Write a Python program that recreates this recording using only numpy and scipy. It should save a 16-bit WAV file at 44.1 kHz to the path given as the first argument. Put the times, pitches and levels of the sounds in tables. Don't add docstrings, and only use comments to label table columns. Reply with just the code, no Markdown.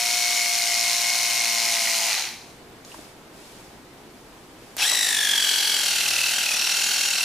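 import sys
import numpy as np
from scipy import signal
from scipy.fft import rfft, irfft, next_fast_len
from scipy.io import wavfile
from scipy.ndimage import uniform_filter1d

SR = 44100
rng = np.random.default_rng(int(sys.argv[2]) if len(sys.argv) > 2 else 0)


def wav_record(signal):
    frames = np.transpose(np.atleast_2d(signal))
    bounded = np.clip(frames, -1, 1)
    quanta = np.round(bounded * 32767).astype(np.int16)
    wavfile.write(sys.argv[1], SR, quanta)


N = 319284
T = np.arange(N) / SR
HZ = np.fft.rfftfreq(N, 1 / SR)

TEETH = 37
FREE_HZ = 59
SWITCH_OFF_S, COAST_S = 2.097, 0.335
SWITCH_ON_S, SPIN_UP_S = 4.766, 0.1418


def amp(db):
    return 10 ** (np.asarray(db) / 20)


def unit(x, weights=None):
    return x / np.sqrt(np.average(x ** 2, weights=weights) + 1e-20)


def read(points, hz):
    f, value = np.transpose(points)
    return np.interp(np.log(hz + 1), np.log(f + 1), value)


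def level(rows):
    return amp(np.interp(T, *np.transpose(rows)))


def colour(x, db):
    return irfft(rfft(x) * amp(db), N)


def noise():
    return rng.standard_normal(N)


def waver(hz):
    size = next_fast_len(N, True)
    f = np.fft.rfftfreq(size, 1 / SR)[:size // 20]
    phases = 2j * np.pi * rng.random(len(f))
    return unit(irfft(np.exp(phases - (f / hz) ** 2), size)[:N])


def ramp(start_s, length_s):
    return np.clip((T - start_s) / length_s, 0, 1)


def spell(start_s, length_s):
    return np.minimum(2 * np.sin(np.pi * ramp(start_s, length_s)), 1)


def lobe(turns, centre, width):
    return np.exp(-0.5 * (np.sin(np.pi * (turns - centre)) / (np.pi * width)) ** 2)


def room(x, shrink=1):
    # frequency in Hz, time in seconds to fall 60 dB before any shrinking.
    decay_times = [(200, 0.25), (2000, 0.6), (6000, 0.6), (14000, 0.58)]
    burst = rng.standard_normal(SR) * (T[:SR] > 0.003)
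    hz, t, z = signal.stft(burst, SR, nperseg=256)
    t60 = shrink * read(decay_times, hz)[:, None]
    tail = signal.istft(z * amp(-60 * t / t60), SR, nperseg=256)[1]
    return signal.fftconvolve(x, tail / np.linalg.norm(tail))[:N]


def spread(x, side):
    apart = colour(room(x, shrink=0.16), read(side, HZ))
    return np.array([x + apart, x - apart])


def room_air():
    # frequency in Hz, relative level in dB.
    air_colour = [(25, -8), (48, -2), (80, -6.5), (125, -1), (190, -1.5), (350, 1.5), (570, -6.5),
                  (830, -5.5), (1100, -10), (1800, -13.5), (3600, -18.5), (7000, -27), (15000, -31)]
    return amp(-47.5) * unit(colour(noise(), read(air_colour, HZ))) * amp(0.4 * waver(17))


def cloth_slides():
    # start in seconds, length in seconds, relative peak level in dB.
    slides = [(2.38, 0.24, -64), (2.84, 0.31, -53.5), (3.325, 0.46, -57.5), (4.1, 0.6, -73),
              (4.56, 0.63, -64)]
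    # frequency in Hz, relative level in dB.
    hiss_colour = [(100, -15), (600, 12), (1500, 1.5), (3500, 3), (7000, 2), (11000, -2), (15000, -11)]
    skew = 0.61
    sliding = sum(amp(db) * abs(np.sin(np.pi * ramp(s, length) ** skew)) for s, length, db in slides)
    sliding = sliding + amp(-62) * (T > SWITCH_OFF_S) * (T < SWITCH_ON_S)
    hiss = unit(colour(noise() * amp(1.0 * waver(300)), read(hiss_colour, HZ)))
    return amp(2.5) * sliding * hiss


def handling():
    # start in seconds, relative peak in dB, pitch in Hz, width in octaves, decay in seconds.
    taps = [(2.179, -10, 3940, 0.37, 0.0021), (2.849, -33.5, 4530, 0.68, 0.0016),
            (2.918, -36, 2670, .15, 0.0043), (2.944, -29.5, 945, 0.14, 0.002),
            (2.978, -37, 450, 0.56, 0.0073), (2.989, -32, 342, 1.0, 0.0075), (3.211, -44, 700, 1.2, .004),
            (4.323, -45, 900, 1.4, .008), (4.767, -16.5, 4000, 4.9, 0.0042),
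            (4.913, -17, 1360, 0.67, 0.0032), (4.922, -19, 640, 1, 0.012), (6.671, -18, 1100, 0.71, 0.0056)]
    out = cloth_slides()
    t, hz = T[:4096], np.fft.rfftfreq(4096, 1 / SR)
    for s, db, pitch, octaves, decay in taps:
        band = 1 / (1 + (np.log2((hz + 1) / pitch) / octaves) ** 4)
        ring = irfft(rfft(rng.standard_normal(len(t))) * band) * np.exp(-t / decay)
        out[int(s * SR):][:len(t)] += amp(db) * ring / abs(ring).max()
    return out


def housing(hz):
    # frequency in Hz, width in Hz, gain in dB.
    resonances = [(2526, 750, -4.5), (3360, 540, 0), (3510, 450, -2.5), (4160, 370, 2), (5140, 110, -8),
                  (5500, 170, 2.5), (6500, 190, -4), (8080, 520, 2.5), (9380, 340, 4.5), (12500, 240, 4)]
    return sum(db * np.exp(-2 * ((hz - f) / width) ** 2) for f, width, db in resonances)


def gearbox(x):
    # frequency in Hz, width in Hz, strength in dB.
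    modes = [(1767, 216, 2), (1958, 194, 2.5), (2127, 133, -0.5), (2620, 234, 6), (3316, 350, 5.5),
             (3970, 210, 4.5), (4443, 310, 5), (5610, 330, -0.5), (7080, 270, 0), (7690, 190, 7),
             (9060, 360, 4)]
    response = sum(amp(db) / (1 + 1.3j * (HZ - hz) / width) ** 2 for hz, width, db in modes)
    return irfft(rfft(x) * response, N)


def shell(hz=810, width_hz=210):
    return unit(colour(noise(), -20 * np.log10(1 + ((HZ - hz) / width_hz * 2) ** 2)))


def crank(hz, at_s, start, load, sag, wobble):
    turns = np.cumsum(hz) / SR
    turns = turns - turns[int(at_s * SR)] + start + wobble * waver(10.3)
    depth = load * np.clip(sag * (1 - hz / FREE_HZ), 0.035, 0.16)
    brake = lobe(turns, 0.12, 0.12) - lobe(np.arange(100) / 100, 0.12, 0.12).mean()
    return turns, turns - np.cumsum(depth * brake * hz) / SR


def grit(turns, repeat, size=760):
    worn = np.interp(turns % 1 * size, np.arange(size), rng.standard_normal(size))
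    return np.sqrt(repeat) * unit(worn) + np.sqrt(1 - repeat) * noise()


def whine(partials, wheel, bite, jitter, flutter_db):
    teeth = TEETH * wheel + jitter * waver(207)
    tones = 0
    for k, db in partials:
        strength = amp(db + flutter_db * waver(210))
        tones = tones + strength * np.cos(2 * np.pi * (k * teeth + rng.random()))
    return gearbox(tones * bite)


def rasp(turns, wheel, bite, running, spectrum, repeat, chatter, grain_db):
    scrape = (1 + chatter * np.cos(2 * np.pi * TEETH * wheel)) * amp(grain_db * waver(950))
    rough = grit(turns, repeat) * scrape * bite
    return unit(colour(rough, read(spectrum, HZ) + housing(HZ)), running)


def knocks(turns, running, at, decay_turns, uneven_db):
    # frequency in Hz, relative level in dB.
    knock_colour = [(100, -50), (1500, -16), (2200, -4), (3200, -7), (4100, 7), (5000, 1), (5650, 4),
                    (6750, 2), (7800, -11), (10000, -11), (15000, -24)]
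    fading = np.exp(-((turns - at) % 1) / decay_turns)
    blow = fading * amp(uneven_db * waver(50)) * grit(turns, repeat=0.55)
    return unit(colour(blow, read(knock_colour, HZ) + housing(HZ)), running)


def hum(turns, rows):
    tones = 0
    for k, s, length, db in rows:
        tones = tones + amp(db) * spell(s, length) * np.cos(2 * np.pi * (k * turns + rng.random()))
    return np.sqrt(2) * tones * amp(1.0 * waver(30))


def satin_cut():
    # time in seconds, turns a second.
    speed = [(0.0, 59.12), (0.19, 59.27), (0.66, 58.08), (1.0, 58.28), (1.07, 58.49), (1.55, 58.0),
             (1.98, 56.24), (2.1, 56.81)]
    # multiple of the tooth rate, relative level in dB.
    partials = [(1, -22), (2, -36), (3, -40), (4, -40), (5, -38)]
    # frequency in Hz, relative level in dB.
    rasp_colour = [(60, -47), (250, -28.5), (540, -16.5), (780, -13.5), (1150, -12), (1750, -9), (2350, 4),
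                   (3400, -4), (4200, -2.5), (5500, -2.5), (6600, -1), (7400, -8.5), (10000, -9.5),
                   (15500, -17)]
    # time in seconds, relative level in dB.
    motor_level, boom_level = [(0, -35.5), (.55, -37.5), (.72, -36), (1.3, -40.5), (1.6, -38), (2.1, -39)], [(0, -66), (1.3, -60), (1.6, -53.5), (2.1, -58)]
    shell_level, knock_level = [(0, -73), (.7, -50), (1.5, -45.5), (2.1, -41.5)], [(0, -28), (.25, -28.5), (.45, -29.5), (.8, -27.5),
                                               (1.3, -28), (1.6, -27.5), (2.1, -29.5)]
    # multiple of crank speed, start and length in seconds, relative level in dB.
    shaft_tones = [(2, 0.58, 1.12, -61), (8, 1.1, 1.4, -60), (10, -0.12, .7, -51.5), (10, 0.61, 1.56, -64),
                   (13, .35, 1.22, -46.5), (16, -0.5, .7, -49.5), (17, -0.16, .7, -47), (18, 0.6, 1.9, -45),
                   (20, .2, 0.84, -50), (22, 1.53, .7, -49)]

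    running = 1 - ramp(SWITCH_OFF_S, COAST_S)
    load = 1 - ramp(SWITCH_OFF_S, 0.026)
    hz = np.interp(T, *np.transpose(speed)) * running
    turns, wheel = crank(hz, at_s=0, start=0.724, load=load, sag=0.3, wobble=0.005)

    bite = 1 + 0.6 * lobe(turns, -0.06, 0.11)
    grind = rasp(turns, wheel, bite, running, rasp_colour, repeat=0.3, chatter=0.7, grain_db=1.2)
    knock = knocks(turns, running, at=0.335, decay_turns=0.07, uneven_db=1.3)
    scrape = running ** 2.19 * (amp(-24) * grind + level(knock_level) * knock)

    pressure = 0.03 + 1.4 * lobe(turns, -0.08, 0.1)
    swell = amp(1.5 * waver(20))
    gears = whine(partials, wheel, load * pressure * swell, jitter=0.05, flutter_db=1.3)

    motor_tone = np.cos(2 * np.pi * 12 * np.cumsum(hz) / SR)
    motor = np.sqrt(2) * level(motor_level) * load * amp(0.8 * waver(50)) * motor_tone
    boom = np.sqrt(2) * level(boom_level) * load * np.cos(2 * np.pi * 4 * turns)
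    rattle = level(shell_level) * running ** 2 * shell()
    return scrape + gears + rattle, motor + boom + load * hum(turns, shaft_tones)


def weave_cut():
    # time in seconds, turns a second.
    speed = [(4.9, 53.87), (5.4, 45.13), (5.51, 43.69), (5.74, 43.51), (5.82, 41.61), (6.19, 38.77),
             (6.39, 41.32), (6.51, 36.31), (6.58, 39.39), (6.9, 41.72), (7.24, 40.17)]
    # multiple of the tooth rate, relative level in dB.
    partials = [(1, -20.5), (2, -16), (3, -22), (4, -20.5), (5, -24)]
    # frequency in Hz, relative level in dB.
    rasp_colour = [(50, -19), (140, -24), (270, -15.5), (540, -11.5), (780, -10.5), (1150, -10), (1600, -5),
                   (1950, -2.5), (2600, 4.5), (3600, 1), (4400, -1.5), (6100, 0), (8000, -7), (10000, -5),
                   (15500, -14)]
    # time in seconds, relative level in dB.
    rasp_level, squeak_level = [(4.9, -23.5), (5.13, -25), (5.4, -23.5), (6.25, -24), (6.4, -26),
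                                (6.8, -25), (7.24, -26)], [(4.9, -38), (5.3, -32), (5.5, -21.5), (5.85, -21),
                                                    (6.0, -30), (6.65, -32), (6.8, -24.5), (7.24, -26.5)]
    # multiple of crank speed, start and length in seconds, relative level in dB.
    shaft_tones = [(5, 5.0, .5, -58.5), (3, 5.85, 0.504, -59.5)]

    running = 1 - (1 - ramp(SWITCH_ON_S, SPIN_UP_S)) ** 2.196
    age = np.maximum(T - SWITCH_ON_S, 0) / 0.061
    surge = age ** 2 * np.exp(1 - age ** 2)
    load = ramp(4.85, 0.06)
    working_hz = np.interp(T, *np.transpose(speed))
    turns, wheel = crank(working_hz * running, at_s=4.9, start=0.15, load=load, sag=0.55, wobble=0.004)

    loose = (1 - load) * amp(1.4 * waver(250))
    bite = (loose + load * (0.56 + 0.85 * lobe(turns, -0.03, 0.22))) * amp(0.4 * waver(60))
    scrape = rasp(turns, wheel, bite, running, rasp_colour, repeat=0.35, chatter=0.58, grain_db=2.1)

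    pressure = amp(-7) * running * loose + load * 1.02 * lobe(turns, 0.0087, 0.15)
    jitter, flutter_db = 0.035 + 0.1 * (1 - load), 1.4 + 1.5 * (1 - load)
    teeth = whine(partials, wheel, pressure, jitter, flutter_db)
    gears = amp(0.5) * (working_hz / FREE_HZ) ** 1.82 * teeth

    squeak_swell = load * lobe(turns, 0.2, 0.075) * amp(1.5 * waver(60))
    squeak = squeak_swell * np.cos(2 * np.pi * (3 * TEETH * wheel + 0.05 * waver(184)))
    rattle = (amp(-47.5) * running + amp(-38.5) * surge) * shell()
    cutting = (running + amp(-3.5) * surge) * (level(rasp_level) * scrape + gears)
    return cutting + level(squeak_level) * squeak + rattle + hum(turns, shaft_tones)


def vary(x):
    # start in seconds, length in seconds, centre in Hz, width in Hz, change in dB.
    spells = [(1.0, 0.8, 2360, 300, 1.5), (2.04, 0.57, 1600, 2600, 4.5), (4.775, 0.25, 5500, 350, 4),
              (4.77, 0.043, 2700, 700, 3.5), (4.6, 0.12, 4000, 600, 4), (4.93, .56, 1830, 440, 2.5),
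              (4.98, 0.29, 3400, 350, -2), (5.1, 1.03, 1650, 400, -1), (5.22, 0.6, 3300, 480, 1.5),
              (5.5, 0.42, 2700, 370, -2), (5.9, 0.52, 2680, 350, 2), (6.55, 0.89, 2740, 300, 3),
              (6.5, .9, 3050, 400, -3), (6.452, 0.17, 2600, 300, 1.5), (6.397, 0.9, 5580, 410, 5),
              (6.678, 0.5, 6700, 430, 7), (6.6, 0.42, 4100, 280, 2)]
    out, spectrum = x.copy(), rfft(x)
    for s, length, hz, width, db in spells:
        band = irfft(spectrum * np.exp(-2 * ((HZ - hz) / width) ** 2), N)
        out += (amp(db) - 1) * spell(s, length) * band
    return out


def place(x, tones, wet_db):
    # frequency in Hz, side over mid in dB.
    tool_side = [(100, -8), (650, -32.5), (1200, -19), (3000, -13.5), (5500, -5.5), (9000, -6), (15000, -5)]
    # frequency in Hz, left over right in dB.
    lean = [(700, 2), (1400, 3.5), (3000, 2), (6500, 5.5), (10000, 4), (15000, 2.5)]
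    # time in seconds, left over right in dB.
    drift = [(0, -2), (1.2, -2), (2.1, -3), (4.8, -1.5), (5.3, -2.1), (7.2, -3.5)]
    ringing = colour(room(x), read([(700, 6.0), (2500, 2.5)], HZ))
    left, right = spread(x + tones + amp(wet_db) * ringing, tool_side)
    drift_db, lean_db = np.interp(T, *np.transpose(drift)) / 2, read(lean, HZ) / 2
    return np.array([colour(left, lean_db) * amp(drift_db), colour(right, -lean_db) * amp(-drift_db)])


def scene():
    # frequency in Hz, side over mid in dB.
    quiet_side = [(60, -7), (380, -9), (950, -5), (2400, -2.5), (6000, -1.5), (15000, 0.5)]
    air = room_air()
    hands = handling()
    quiet = spread(air + hands + amp(-9.0) * room(hands), quiet_side)
    clatter, tones = satin_cut()
    tool = place(vary(clatter + weave_cut()), tones, wet_db=-10.5)
    return amp(4.0) * tool + quiet


def record(dry, threshold_db=-36, slope=0.27, recovery_db=14):
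    power_db = 10 * np.log10(abs(uniform_filter1d((dry ** 2).mean(0), size=2000)) + 1e-12)
    cut_db = slope * np.maximum(power_db - threshold_db, 0)
    held_db = np.maximum.accumulate(cut_db + recovery_db * T) - recovery_db * T
    ducked = dry * amp(-uniform_filter1d(held_db, size=800))
    low_pass = signal.firwin(511, 15300, window=("kaiser", 9), fs=SR)
    return signal.oaconvolve(ducked, low_pass[None], "same")


dry = scene()
out = record(dry)
wav_record(out)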